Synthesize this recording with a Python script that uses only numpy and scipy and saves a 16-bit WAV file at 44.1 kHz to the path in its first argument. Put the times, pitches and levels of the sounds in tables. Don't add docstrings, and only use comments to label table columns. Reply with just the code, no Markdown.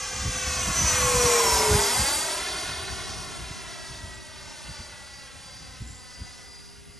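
import sys
import numpy as np
from scipy import signal
from scipy.fft import rfft, irfft, next_fast_len
from scipy.io import wavfile
from scipy.ndimage import map_coordinates

SR = 44100
rng = np.random.default_rng(int(sys.argv[2]) if len(sys.argv) > 2 else 0)


def put_to_file(sound):
    columns = np.atleast_2d(sound).T
    safe = np.clip(columns, -1, 1)
    whole_steps = np.round(safe * 32767)
    wavfile.write(sys.argv[1], SR, whole_steps.astype(np.int16))


N = 308259
TIME = np.arange(N) / SR
BLADE_COUNT = 12
SOUND_M_PER_S, MIC_HEIGHT_M = 343, 1.5
PASS_S, CLOSEST_M, SPEED_M_PER_S = 1.604, 22.34, 52.48

# start_s, speed_turns_per_s
FAN_SPEED = [(0, 436.5), (1.1, 436), (2.2, 435.8), (3.5, 441.7), (4, 445.1), (6, 457.4), (6.99, 468.6)]
# start_s, level_db
WAVER = [(0, 0), (3.2, 0), (3.6, -1.8), (3.95, -.8), (4.22, -4), (4.7, 1.3), (5.2, -2), (5.55, .2),
         (5.9, -1.8), (6.3, 1), (6.6, -1.3), (6.85, -4.5), (6.99, -4)]


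def from_db(db):
    return 10 ** (np.asarray(db) / 20)


def rms_one(x):
    return x / np.sqrt(np.mean(x ** 2) + 1e-20)


def in_time(rows):
    s, *columns = np.transpose(rows)
    return [np.interp(TIME, s, c) for c in columns]


def noise(colour, size=N):
    points, padded = np.array(colour), next_fast_len(size, True)
    hz = np.maximum(np.fft.rfftfreq(padded, 1 / SR), 1)
    gain = from_db(np.interp(np.log(hz), np.log(points[:, 0]), points[:, 1]))
    white = rng.standard_normal(padded)
    return rms_one(irfft(rfft(white) * gain, padded)[:size])


def drift(corner_hz):
    r = np.exp(-2 * np.pi * corner_hz * 20 / SR)
    settle = 4000
    white = rng.standard_normal(N // 20 + settle + 2)
    slow = signal.lfilter([1], [1, -2 * r, r * r], white)[settle:]
    return np.interp(np.arange(N) / 20, np.arange(len(slow)), rms_one(slow))


def band(x, low_hz, high_hz, order=8):
    size = next_fast_len(N, True)
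    hz = np.fft.rfftfreq(size, 1 / SR)
    under_low, under_high = (1 / (1 + (hz / edge) ** (2 * order)) for edge in (low_hz, high_hz))
    return rms_one(irfft(rfft(x, size) * (under_high - under_low), size)[:N])


def read_at(x, position):
    return map_coordinates(x, [position], order=3, mode="mirror")


def delayed(x, lag_s):
    return read_at(x, (TIME - lag_s) * SR)


def over_ground(x, lag_s, echo):
    return (x + echo * delayed(x, lag_s)) / np.sqrt(1 + echo ** 2)


def jet():
    # start_s, height_m (used for the echo lag only)
    height_curve = [(0, 27.6), (.4, 22.2), (.8, 17.6), (1, 15.85), (1.3, 14.1), (1.6, 13.15), (1.95, 12.9),
                    (2.2, 13.7), (2.45, 15.2), (3, 22), (3.5, 30.2), (4, 40.2), (4.8, 58.4), (5.5, 78.3),
                    (6.2, 96.9), (6.99, 121.4)]
    distance_m, bearing_deg = flight()
    turns_per_s, = in_time(FAN_SPEED)
    height_m, = in_time(height_curve)
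    mach = SPEED_M_PER_S / SOUND_M_PER_S
    blade_hz = BLADE_COUNT * turns_per_s / (1 - mach * np.cos(np.radians(bearing_deg)))
    lag_s = 2 * MIC_HEIGHT_M * height_m / distance_m / SOUND_M_PER_S
    path = blade_hz, distance_m, bearing_deg, lag_s
    return jet_noise(*path) + fan(*path)


def flight():
    mach = SPEED_M_PER_S / SOUND_M_PER_S
    along = SPEED_M_PER_S * (TIME - PASS_S) + mach * CLOSEST_M
    slant = np.sqrt(along ** 2 + (1 - mach ** 2) * CLOSEST_M ** 2)
    distance_m = (slant - mach * along) / (1 - mach ** 2)
    return distance_m, np.degrees(np.arccos(mach - along / distance_m))


def jet_noise(blade_hz, distance_m, bearing_deg, lag_s):
    # pitch_hz, relative_level_db
    jet_colour = [(120, -6), (300, -5), (600, -3), (1000, 1), (1400, 0.5), (2200, 0.5), (3100, -2),
                  (4200, 1), (5200, 5), (6300, 6.5), (8000, 4), (10500, 3.5), (12000, 3.5), (15000, -9)]
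    directions = [13, 25, 45, 95, 140, 158]
    low_roar_db = [-49, -43, -37.5, -39, -44, -43.5]
    roar_db = [-27.5, -27.1, -27.5, -29.7, -31.4, -31.8]
    rush_db = [-25.5, -22.8, -28.2, -31.5, -29.6, -30.7]
    treble_db = [-21.6, -23.3, -26.3, -30.8, -32.6, -33.2]
    sizzle_db = [-33.3, -27.8, -28.5, -34.5, -29.5, -40.7]
    spray_pattern_db = [-29.7, -28, -30.2, -33, -27.7, -33.2]
    waver_db, = in_time(WAVER)
    path_db = waver_db + 20 * np.log10(CLOSEST_M / distance_m)

    def heard_db(pattern_db, air_db_per_m):
        return np.interp(bearing_deg, directions, pattern_db) + path_db - air_db_per_m * distance_m

    def layer(level_db, band_noise, echo):
        return from_db(level_db) * over_ground(band_noise, lag_s, echo)

    emitted = np.cumsum(blade_hz / 5300)
    source = read_at(noise(jet_colour, size=N + N // 4), emitted)
    source = source + .13 * delayed(source, .0015) + .1 * delayed(source, .00195)
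    grazing = lag_s.min() / lag_s

    low_roar = layer(heard_db(low_roar_db, .035), band(source, 220, 400, order=4), echo=.78)
    roar = layer(heard_db(roar_db, .027) + .22 * drift(10),
                 band(source, 400, 1307, order=4), echo=.78)
    rush = layer(heard_db(rush_db, .013) + .86 * drift(5.9),
                 band(source, 1340, 4054), echo=.92 * grazing)
    treble = layer(heard_db(treble_db, .007) + 1.2 * drift(8),
                   band(source, 4170, 6650), echo=.9 * grazing)
    sizzle = layer(heard_db(sizzle_db, .002) + 1.2 * drift(7.5),
                   band(source, 6500, 8940, order=12), echo=.5 * grazing ** 2)
    spray_db = heard_db(spray_pattern_db, .035)
    spray = layer(spray_db + 1.2 * drift(10),
                  band(source, 8780, 11110, order=24), echo=.62 * grazing ** 2)
    near_db = spray_db - spray_db.max()
    top = from_db(-38.5 + 2.2 * near_db) * band(source, 10000, 12760, order=24)
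    return low_roar + roar + rush + treble + sizzle + spray + top


def fan(blade_hz, distance_m, bearing_deg, lag_s):
    # angle_from_nose_deg, level_db
    hum_lobes = [(13, -40), (19, -29), (60, -24), (85, -33.5), (102, -26.5), (124, -33), (140, -45),
                 (160, -47), (170, -53)]
    whine_lobes = [(13, -33), (17, -28), (23, -28), (28, -19), (38, -30), (70, -31), (110, -35), (136, -32),
                   (156, -39), (163, -46), (172, -43)]
    motor_lobes = [(13, -49), (23, -38), (29, -44), (38, -35), (70, -34), (115, -52), (138, -40),
                   (156, -46), (168, -38)]
    duct_lobes = [(13, -37), (26, -32), (35, -26.5), (80, -31), (115, -31.5), (148, -40), (160, -51),
                  (175, -70)]
    # rotation_multiple, relative_level_db
    blade_orders = [(12, -0.5), (24, -31)]
    motor_orders = [(5, -2), (7, -10.5), (10, -24)]
    # rotation_multiple, half_width_hz, relative_level_db
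    duct_modes = [(2.19, 64, 0), (4.9, 260, -10), (8.7, 39, -13)]
    hum_rise_db, whine_rise_db = .44, .42
    whine_waver_depth = 1.5

    lobes = hum_lobes, whine_lobes, motor_lobes, duct_lobes
    hum_db, whine_db, motor_db, duct_db = (np.interp(bearing_deg, *np.transpose(x)) for x in lobes)
    turns_per_s, = in_time(FAN_SPEED)
    waver_db, = in_time(WAVER)
    wound_up = turns_per_s - turns_per_s[0]
    heard_turns_per_s = blade_hz / BLADE_COUNT * (1 + .00038 * drift(19.5))
    angle = 2 * np.pi * np.cumsum(heard_turns_per_s) / SR

    hum = from_db(hum_db + hum_rise_db * wound_up) * np.sqrt(2) * np.sin(angle)
    skirt = from_db(-8.5) * noisy_line(BLADE_COUNT * angle, half_width_hz=300)
    whine_gain = from_db(whine_db + whine_rise_db * wound_up + whine_waver_depth * waver_db)
    whine = whine_gain * (partials(angle, blade_orders, flutter_db=1.37) + skirt)
    motor = from_db(motor_db) * partials(angle, motor_orders, flutter_db=1.5)
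    duct = sum(from_db(duct_db + db) * noisy_line(k * angle, width) for k, width, db in duct_modes)
    tones = over_ground(hum, lag_s, echo=.82) + over_ground(whine, lag_s, echo=.8)
    tones = tones + over_ground(motor + duct, lag_s, echo=.74)
    return tones * CLOSEST_M / distance_m


def partials(angle, orders, flutter_db):
    return np.sqrt(2) * sum(from_db(db + flutter_db * drift(8.3)) * np.sin(k * angle) for k, db in orders)


def noisy_line(angle, half_width_hz):
    return rms_one(drift(half_width_hz) * np.sin(angle) + drift(half_width_hz) * np.cos(angle))


def wind():
    # pitch_hz, relative_level_db
    rumble_colour = [(15, -36), (28, -17), (42, -7), (62, -0.5), (100, -6.5), (160, -11.5), (260, -18),
                     (500, -37), (1500, -79)]
    buffet_colour = [(15, -38), (35, -12), (70, 1.5), (130, -3), (220, -9), (380, -30.5), (1500, -66),
                     (5000, -105)]
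    eddy_colour = [(25, -22), (50, 4), (85, -3.5), (140, 2.5), (230, -1), (380, -10.5), (600, -23),
                   (1500, -50)]
    # start_s, level_db
    breeze = [(0, -45), (.4, -45), (1.15, -37), (1.42, -44), (1.8, -43), (2.3, -48), (3.1, -42), (3.7, -50),
              (5.1, -53), (5.7, -50), (6.4, -57.5), (6.99, -55)]
    # start_s, level_db
    eddy_curve = [(0, -84), (1.5, -80), (2.5, -59), (2.95, -44), (4, -48), (5.4, -55), (6.2, -51),
                  (6.99, -53)]
    # centre_s, level_db, half_length_s, sharpness_0_to_1
    gusts = [(0.202, -34.3, 0.029, 0.0), (0.27, -26.8, 0.03, 0.4), (0.365, -34.5, 0.014, 0.0),
             (0.485, -33.8, 0.043, 0.0), (0.602, -34.3, 0.05, 0.2), (0.692, -26.1, 0.023, 0.6),
             (0.833, -28.0, 0.049, 0.3), (0.935, -32.1, 0.018, 0.0), (1.055, -28.4, 0.043, 0.2),
             (1.168, -25.5, 0.021, 0.1), (1.253, -28.7, 0.02, 0.8), (1.566, -32.4, 0.05, 0.0),
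             (1.745, -24.1, 0.05, 0.6), (2.008, -28.0, 0.029, 0.6), (2.695, -38.5, 0.027, 0.0),
             (2.92, -36.4, 0.012, 0.0), (3.169, -37.8, 0.012, 0.0), (3.415, -41.0, 0.028, 0.0),
             (3.51, -36.8, 0.012, 0.2), (3.908, -39.2, 0.012, 0.0), (4.051, -39.9, 0.05, 0.1),
             (4.435, -46.5, 0.05, 0.0), (4.696, -37.0, 0.022, 0.5), (4.804, -38.9, 0.014, 0.6),
             (5.616, -43.4, 0.019, 0.2), (5.82, -33.1, 0.012, 0.5), (5.875, -40.7, 0.05, 0.0),
             (6.219, -37.5, 0.023, 0.5), (6.9, -48.3, 0.012, 0.0)]
    buffet_share = .55
    gust_eddy_db = -26

    breeze_db, = in_time(breeze)
    eddy_db, = in_time(eddy_curve)
    soft_power, sharp_power = 0, 0
    for s, db, half_s, sharpness in gusts:
        power, age = from_db(db) ** 2, (TIME - s) / half_s
        soft_power = soft_power + (1 - sharpness) * power * np.exp(-age ** 2)
        buffet = np.exp(-(age / buffet_share) ** 2) / buffet_share
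        sharp_power = sharp_power + sharpness * power * buffet
    breeze_power = from_db(breeze_db + 1.8 * drift(12)) ** 2
    rumble = from_db(-1) * np.sqrt(breeze_power + soft_power) * noise(rumble_colour)
    buffets = np.sqrt(sharp_power) * noise(buffet_colour)
    gust_eddies = from_db(gust_eddy_db) * np.sqrt(soft_power + sharp_power)
    eddies = (from_db(eddy_db + 1.8 * drift(9)) + gust_eddies) * noise(eddy_colour)
    return rumble + buffets + eddies * [[1], [-1]]


def bird(chirps_per_s=95, uneven=.1):
    # start_s, length_s, level_db, centre_hz, sweep_hz
    trills = [(4.03, 0.18, -57, 7460, 700), (5.79, .23, -53, 7400, 1500)]
    out = np.zeros(N)
    cycle = np.cumsum(chirps_per_s * (1 + uneven * drift(37))) / SR % 1
    for s, length_s, db, centre_hz, sweep_hz in trills:
        arch = np.sin(np.pi * np.clip((TIME - s) / length_s, 0, 1))
        swell = np.sqrt(np.maximum(arch, 0))
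        pitch_hz = centre_hz + sweep_hz * (.5 - cycle)
        chirps = np.sin(np.pi * cycle) ** 2 * np.sin(2 * np.pi * np.cumsum(pitch_hz) / SR)
        out += from_db(db + 3.9 * drift(50)) * swell * rms_one(chirps)
    return out


def field_scatter(flyby):
    return from_db(-18) * delayed(flyby, .023) * [[1], [-1]]


def microphone_hiss():
    # pitch_hz, relative_level_db
    hiss_colour = [(100, 13), (500, 7.5), (2000, -36), (8500, -42), (9700, 17), (10500, 14), (11000, 14),
                   (11500, -97), (14000, -53)]
    return from_db(-54.5) * noise(hiss_colour)


def ports(x):
    # pitch_hz, left_lead_rad
    port_phase = [(0, 0), (1400, -.3), (2200, 0), (3100, .6), (5000, .5), (5900, 0), (7500, 0), (7900, .35),
                  (8500, 0), (8800, 0), (9400, -1.8), (10250, -3.14), (11700, -6.2), (13000, -6.3)]
    size = next_fast_len(N + SR // 10, True)
    phase = np.interp(np.fft.rfftfreq(size, 1 / SR), *np.transpose(port_phase))
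    spectrum = rfft(x, size)
    return np.array([irfft(spectrum * np.exp(1j * side * phase), size)[:N] for side in (.5, -.5)])


def scene():
    flyby = jet()
    return ports(flyby + bird() + microphone_hiss()) + field_scatter(flyby) + wind()


def record(dry):
    return signal.sosfilt(signal.ellip(10, .2, 80, 13000, fs=SR, output="sos"), dry)


dry = scene()
out = record(dry)
put_to_file(out)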